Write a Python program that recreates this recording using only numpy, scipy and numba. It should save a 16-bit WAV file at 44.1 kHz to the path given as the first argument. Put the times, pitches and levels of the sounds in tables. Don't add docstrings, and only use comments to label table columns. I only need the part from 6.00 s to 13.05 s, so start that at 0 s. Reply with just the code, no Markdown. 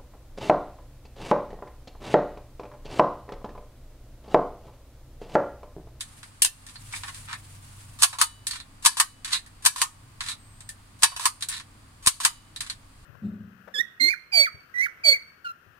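import sys
import numpy as np
from scipy import signal
from scipy.fft import rfft, irfft
from scipy.io import wavfile
from scipy.ndimage import uniform_filter1d, minimum_filter1d
from numba import njit

SR = 44100
rng = np.random.default_rng(int(sys.argv[2]) if len(sys.argv) > 2 else 0)


def digitize_waveform(pressure):
    field = np.atleast_2d(pressure).T
    bounded = np.clip(field, -1, 1)
    quanta = np.round(bounded * 32767).astype(np.int16)
    wavfile.write(sys.argv[1], SR, quanta)


N = 310905
RING = 16384
AGE = np.arange(RING) / SR
TIME = np.arange(N) / SR
SLAM, RETURN, OUTSIDE = 0, 1, 2

# (frequency [Hz], level [dB])
SLAM_COLOUR = [(100, -18), (350, -30.5), (600, -20.5), (830, -19.5), (1100, -7), (1600, -5), (2200, -7),
               (3300, -3), (5500, -1), (8000, -1.5), (10100, 2.5), (11000, -5), (13500, -11), (16000, -31)]
# (frequency [Hz], level [dB])
SHELL_COLOUR = [(100, -46), (500, -53), (750, -24), (1100, -3.5), (1600, -2.5), (2800, -1), (4100, 0),
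                (5500, -3), (8000, -1), (10000, -2), (11200, -11.5), (13500, -18), (16000, -29)]


def undb(db):
    return 10 ** (np.asarray(db) / 20)


def fade(t60):
    return np.exp(-np.log(1000) * AGE / t60)


def unit(x):
    return x / np.sqrt(np.mean(x ** 2))


def wander(samples):
    return unit(uniform_filter1d(rng.standard_normal(N), size=samples))


def pan(db):
    return undb(np.array([[.5], [-.5]]) * db)


def add(out, s, sound):
    i = max(int(s * SR), 0)
    out[:, i:i + sound.shape[-1]] += sound[..., :N - i]


def spectrum_db(points, hz):
    point_hz, db = np.transpose(points)
    return np.interp(np.log(np.maximum(hz, 1)), np.log(point_hz), db)


def ring_after(x, gain):
    cepstrum = irfft(np.log(gain))
    cepstrum[..., 1:RING // 2] *= 2
    cepstrum[..., RING // 2 + 1:] = 0
    return irfft(rfft(x) * np.exp(rfft(cepstrum)))


def noise(colour, alike_hz):
    hz = np.fft.rfftfreq(N, 1 / SR)
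    mid, side = rfft(rng.standard_normal((2, N))) * undb(spectrum_db(colour, hz))
    side = side * hz / np.hypot(hz, alike_hz)
    return unit(irfft(np.array([mid + side, mid - side]), N))


def room(fan_hz=98, hum_db=-57.5, air_db=-53.5, rise_s=0.043, fall_s=0.74):
    # (frequency [Hz], level [dB])
    air_colour = [(12, -27.5), (20, 4), (70, -5.5), (104, -10), (168, -12.5), (270, -11), (388, -24),
                  (802, -22), (1190, -18), (1290, -22), (3950, -30), (4670, -27), (5680, -35.5),
                  (8890, -27.5), (16000, -53)]
    # (start [s], start of the fall [s], boost [dB])
    swells = [(0.765, 2.009, 8.5), (3.902, 4.6, 2.5)]
    # (frequency [Hz], level [dB])
    rumble_colour = [(30, -14.5), (47, 0.5), (64, -15), (85, -8.5), (98, -11.5), (120, 0.5),
                     (140, -6), (260, -40.5)]
    fan = np.sqrt(2) * np.sin(2 * np.pi * np.cumsum(fan_hz + 3 * wander(6000)) / SR)
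    hum = undb(-2) * fan + undb(-3) * noise(rumble_colour, alike_hz=908)
    swell_db = sum(db * np.clip(np.minimum((TIME - start) / rise_s, 1 - (TIME - end) / fall_s), 0, 1)
                   for start, end, db in swells)
    return undb(air_db) * noise(air_colour, alike_hz=479) + hum * undb(hum_db + swell_db)


def whistle(start=4.38, end=4.70, hz=8247, db=-63):
    gate = np.clip(np.minimum(TIME - start, end - TIME) / 0.012, 0, 1)
    phase = 2 * np.pi * np.cumsum(hz + 25 * wander(400)) / SR
    return undb(db) * gate * np.sqrt(2) * np.sin(phase)


def knock(contact, colour, tilt_db, ring_hz, ring_db, crack_db, room_t60,
          crack_t60=0.026, late_db=-29, late_t60=0.31):
    # (frequency [Hz], width [Hz], boost at a slam [dB], at a return [dB], from outside [dB])
    case_notes = [(734, 43, 8.5, 2.5, 8.5), (932, 92, 10, 8.2, 4.5), (1058, 304, 12, 3.36, 2.5),
                  (1244, 22, -4, 6, -11), (1684, 40, 9.5, 1.1, 3.5), (1800, 81, 3, 6, 9.5),
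                  (2330, 65, 6, 1.2, 3), (2577, 66, 8, 3, -2), (2990, 140, 3.5, 4.5, -2),
                  (3810, 660, 4.5, 2.5, 3), (4400, 200, 3, 6.2, 0), (4760, 270, 1.5, 4.3, 2),
                  (6660, 130, 4.5, 2.6, -1.5), (7900, 110, 8.5, 4.3, 7), (8590, 250, 5.5, 3.1, -2.5),
                  (8700, 160, 6, 1.9, 6), (9430, 880, 2, 7.3, 4.5), (10000, 150, 1.5, 1.6, -4.5)]
    hz = np.fft.rfftfreq(RING, 1 / SR)
    attack = 1 - fade(.005)
    crack = rng.standard_normal(RING) * fade(crack_t60) * attack * undb(crack_db)
    direct = np.array([np.pad(crack, (6, 0))[:RING], crack])
    mid, side = rng.standard_normal((2, RING))
    side = irfft(rfft(side) * hz / np.hypot(hz, 1100))
    echo_shape = (fade(room_t60) + undb(late_db) * fade(late_t60)) * (1 - fade(0.0054))
    burst = direct + unit(np.array([mid + side, mid - side])) * echo_shape
    bumps = np.sqrt(uniform_filter1d(abs(rfft(burst)) ** 2, size=50))
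    case_db = sum(boosts[contact] / (1 + (2 * (hz - note_hz) / width) ** 2)
                  for note_hz, width, *boosts in case_notes)
    part_db = ring_db / (1 + ((hz / ring_hz - 1) / 0.096) ** 2)
    slope_db = tilt_db * np.log2(np.clip(hz, 900, 12000) / 4000)
    gain = unit(undb(spectrum_db(colour, hz) + case_db + part_db + slope_db))
    return ring_after(burst, gain / unit(bumps))


def friction(length, response, slips_per_s, scatter_db, breakaway_db, swell=0):
    n = max(int(length * SR), 2)
    wait, size = rng.random(400), rng.standard_normal(400)
    at = (np.cumsum(2 * wait) - 2 * wait[0]) * SR / slips_per_s
    force_db = np.append(breakaway_db, scatter_db * np.clip(size[1:], -2, 2))
    force = undb(force_db) * rng.choice([-1, 1], len(size))
    pressure = np.sin(np.pi * (np.arange(n) + .5) / n) ** swell
    slips = np.bincount(at[at < n].astype(int), force[at < n], n) * pressure
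    return signal.fftconvolve(unit(slips)[None], response, axes=1) / np.sqrt(np.sum(response ** 2) / 2)


def click(tilt_db, ring_hz, ring_db):
    return knock(OUTSIDE, SHELL_COLOUR, tilt_db, ring_hz, ring_db,
                 crack_db=2.5, crack_t60=0.024, room_t60=0.089)


def rub(length, tilt_db, ring_db, swell):
    response = knock(OUTSIDE, SHELL_COLOUR, tilt_db, ring_hz=3900, ring_db=ring_db,
                     crack_db=7.5, crack_t60=0.0096, room_t60=0.095)
    return friction(length, response, slips_per_s=270, scatter_db=6, breakaway_db=3, swell=swell)


def handling():
    # (time [s], level [dB], brightness [dB/octave], pitch of the struck part [Hz], its boost [dB])
    taps = [(.007, -28, 2, 3600, 5), (.230, -39.5, -2.5, 1580, 5), (.665, -40.5, 2.5, 1800, 8),
            (0.756, -39, -5, 4340, 18), (.936, -29.5, -11, 2300, 18), (1.034, -31, -5.5, 800, 14),
            (1.329, -28, -6, 1860, 1), (2.509, -27, 2.5, 4430, 13), (2.6, -36.5, -2, 4020, 11.5),
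            (3.328, -20.5, 0, 4120, 15), (3.462, -45, 2, 1790, 15.5), (4.285, -27, -2.5, 4020, 9.5),
            (4.605, -41.5, 0, 7900, 9), (4.69, -32.5, 5.5, 1790, 14.5), (5.4233, -24.5, 1, 3900, 8.5),
            (5.598, -36.5, -3.5, 4080, 2), (6.561, -32, 0.5, 3870, 12), (6.698, -27.5, 0, 4230, 15.5)]
    # (middle [s], length [s], level [dB], brightness [dB/octave])
    grip_changes = [(0.689, .04, -48.5, 0.5), (0.942, 0.066, -38, -0.5), (1.075, 0.037, -39, -5.5),
                    (1.15, 0.053, -46, 1.5), (1.303, .07, -40.5, -7.5), (5.415, 0.026, -41, 2)]
    # (time [s], level [dB])
    slide_levels = [(0.0, -52), (0.55, -65.5), (1.02, -45), (1.45, -57), (2.0, -55)]
    # (frequency [Hz], level [dB])
    skin_colour = [(300, -22.5), (1000, -6), (2500, -4.5), (6000, -8), (9300, 0.5), (11500, -10.5),
                   (16000, -27.5)]
    out = np.zeros((2, N))
    for s, db, tilt_db, ring_hz, ring_db in taps:
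        add(out, s, undb(db) * click(tilt_db, ring_hz, ring_db))
    for s, length, db, tilt_db in grip_changes:
        add(out, s - length / 2, undb(db) * rub(length, tilt_db, ring_db=-1, swell=0.71))
    skin = noise(skin_colour, alike_hz=900)
    slide_db = np.interp(TIME, *np.transpose(slide_levels), right=-120)
    grip_db = 2.6 * wander(1300)
    return out + skin * undb(slide_db + grip_db)


def wipes(peel_s=.06):
    # (time [s], landing level [dB], its brightness [dB/octave], rolling time [s],
    # rolling level [dB], peeling level [dB])
    labels = [(2.468, -22, 4.5, 0.1, -40, -48), (3.246, -28, 0, 0.096, -35.5, -26),
              (4.206, -26, -3.5, 0.083, -39.5, -35), (5.486, -24.5, 9, .066, -38, -36),
              (6.606, -25.5, 0.5, 0.11, -44, -55)]
    out = np.zeros((2, N))
    for s, db, tilt_db, roll_s, roll_db, peel_db in labels:
        add(out, s, undb(db) * click(tilt_db, ring_hz=4150, ring_db=3.5))
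        add(out, s, undb(roll_db) * rub(roll_s, tilt_db=-2, ring_db=0.5, swell=0))
        add(out, s + roll_s - peel_s / 2, undb(peel_db) * rub(peel_s, tilt_db=-1, ring_db=9, swell=0.26))
    return out


def cover():
    # (start [s], end [s], level [dB], brightness [dB/octave])
    latches = [(0.419, 0.423, -1.5, 4.5), (0.4456, 0.45, -8.5, -0.5)]
    # (frequency [Hz], level [dB])
    plate_colour = [(100, -41.5), (600, -34), (1000, -14.5), (1750, -12), (2600, -2), (4200, -8),
                    (6000, -5), (8500, -2), (10100, -5), (11200, -10.5), (13500, -19.5), (16000, -26)]
    out = np.zeros((2, N))
    for start, end, db, tilt_db in latches:
        response = knock(OUTSIDE, plate_colour, tilt_db, ring_hz=3700, ring_db=2.5,
                         crack_db=9, crack_t60=0.012, room_t60=0.083, late_db=-28.5)
        snap = friction(end - start, response, slips_per_s=1800, scatter_db=3, breakaway_db=-4)
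        add(out, start, undb(db) * snap)
    return out


def scrape(length, tilt_db):
    response = knock(SLAM, SLAM_COLOUR, tilt_db, ring_hz=1050, ring_db=-1.5,
                     crack_db=1.5, room_t60=0.095, late_db=-33.5)
    return friction(length, response, slips_per_s=600, scatter_db=4, breakaway_db=6)


def spring(contact):
    # (frequency [Hz], time to fade 60 dB [s], level at a slam [dB], at a return [dB])
    notes = [(1803, .3, -51, -45), (2310, .3, -49, -60), (2970, .65, -54, -45.5), (3900, .4, -51.5, -43.5),
             (4590, 0.3, -35.5, -57.5), (4650, .5, -50, -50.5), (5230, 0.24, -42, -49),
             (8960, .19, -48, -54)]
    phases = rng.uniform(0, 2 * np.pi, (len(notes), 1, 1))
    phases = phases + rng.standard_normal((len(notes), 2, 1)) / 2
    return sum(undb(levels[contact]) * fade(t60) * np.sin(2 * np.pi * hz * AGE + phase)
               for (hz, t60, *levels), phase in zip(notes, phases))


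def clack(tilt_db, hollow_hz, hollow_db):
    return knock(SLAM, SLAM_COLOUR, tilt_db, hollow_hz, hollow_db,
                 crack_db=4, room_t60=0.06, late_db=-27)


def thump(s=6.0747, width_s=0.00085, db=-14):
    return -undb(db) * np.exp(-abs(TIME - s) / width_s)


def returns(unstick_db=-26.5):
    # (time [s], level [dB], brightness [dB/octave], pitch of the gripped
    # hollow [Hz], its boost [dB], spring [dB], lever travel [s], left minus right [dB])
    stops = [(2.2133, -4, -1.64, 1395, 5.5, 6, .028, 1.2), (2.9991, -4.5, -1.5, 1750, 3, 0, 0.03, 1.5),
             (3.816, -8, -2.5, 1290, -5, -15, 0.056, 0), (5.2550, -7.5, -1.4, 1036, 7.5, -16, .060, -1.1),
             (6.2492, -4.5, -2.5, 1076, -6.5, 2.5, 0.048, 0)]
    # (frequency [Hz], level [dB])
    stop_colour = [(100, -47), (350, -34.5), (600, -27.5), (830, -19), (1100, -1.5), (1350, -6.5),
                   (2100, -7), (3300, -7), (6000, -4.5), (8300, -0.5), (10100, -4), (11000, -6.5),
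                   (13500, -12.5), (16000, -23)]
    # (start [s], end [s], level [dB], brightness [dB/octave])
    lever_slips = [(2.128, 2.15, -31, -6), (5.118, 5.122, -30.5, -9), (5.163, 5.168, -22, -3)]
    out = np.zeros((2, N))
    for s, db, tilt_db, hollow_hz, hollow_db, spring_db, travel_s, pan_db in stops:
        sides = pan(pan_db)
        feed_db = -27 + 6 * np.log2(.04 / travel_s)
        add(out, s - travel_s, sides * undb(unstick_db) * clack(-4, hollow_hz=1070, hollow_db=3.5))
        add(out, s - travel_s, sides * undb(feed_db) * scrape(travel_s, tilt_db=-1.5))
        blow = knock(RETURN, stop_colour, tilt_db, hollow_hz, hollow_db,
                     crack_db=-0.5, room_t60=0.074, late_db=-28)
        add(out, s, sides * undb(db) * (blow + undb(spring_db) * spring(RETURN)))
    for start, end, db, tilt_db in lever_slips:
        add(out, start, undb(db) * scrape(end - start, tilt_db))
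    return out


def squeezes(trip_lead_s=0.0092, ride_s=0.0042, bounce_s=.004, bounce_db=-4.5):
    # (time [s], level [dB], brightness [dB/octave], pitch of the gripped hollow
    # [Hz], its boost [dB], spring [dB], lever travel [s], catch [dB], left minus right [dB])
    slams = [(2.031, 0, 0, 930, 0, 3, 0.043, -10, -0.5),
             (2.859, -0.5, -0.6, 1060, 4.5, 6, 0.035, -13.5, 1.5),
             (3.660, -2.5, 0, 1700, 5.5, -2, .037, -16, 2),
             (5.0319, 0.5, -1.6, 1120, -3.5, 9.5, 0.043, -24, 1),
             (6.0711, -4, 0.06, 830, -7, 0, .046, -17, 2)]
    out = np.zeros((2, N))
    for s, db, tilt_db, hollow_hz, hollow_db, spring_db, travel_s, catch_db, pan_db in slams:
        sides = pan(pan_db)
        add(out, s - travel_s, sides * undb(catch_db - 28) * scrape(travel_s, tilt_db=-0.6))
        trip = s - trip_lead_s
        add(out, trip - ride_s, sides * undb(catch_db - 14.5) * scrape(ride_s, tilt_db=-2))
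        add(out, trip, sides * undb(catch_db) * clack(tilt_db + 1, hollow_hz, hollow_db=4))
        blow = clack(tilt_db, hollow_hz, hollow_db)
        add(out, s, sides * undb(db) * (blow + undb(spring_db) * spring(SLAM)))
        add(out, s + bounce_s, sides * undb(db + bounce_db) * clack(tilt_db, hollow_hz, hollow_db))
    return out


def scene():
    # (frequency [Hz], left minus right [dB])
    balance = [(300, 2), (650, 1), (1050, -2.5), (2000, 2), (4400, -4), (6300, -1.5), (8300, 3), (12000, 0)]
    labeller = cover() + squeezes() + returns() + wipes() + handling()
    balance_db = spectrum_db(balance, np.fft.rfftfreq(N, 1 / SR)) - 0.3
    placed = irfft(rfft(labeller) * pan(balance_db), N)
    return placed + thump() + whistle() + room()


@njit
def follow(x, release):
    peaks, held = np.empty(len(x)), 0.
    for i in range(len(x)):
        held = max(x[i], held * release)
        peaks[i] = held
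    return peaks


def record(dry, makeup_db=0.5, release_s=0.16, knee_db=-9, ratio=1.6, top_hz=15800):
    size = abs(dry).max(axis=0) + 1e-9
    peak = follow(size, np.exp(-1 / (release_s * SR)))
    gain = undb(makeup_db) * np.minimum(1, undb(knee_db) / peak) ** (1 - 1 / ratio)
    gain = np.minimum(gain, 1 / size)
    gain = uniform_filter1d(minimum_filter1d(gain, size=70), size=70)
    return signal.sosfilt(signal.ellip(8, .2, 70, top_hz, fs=SR, output="sos"), dry * gain)


dry = scene()
out = record(dry)
digitize_waveform(out)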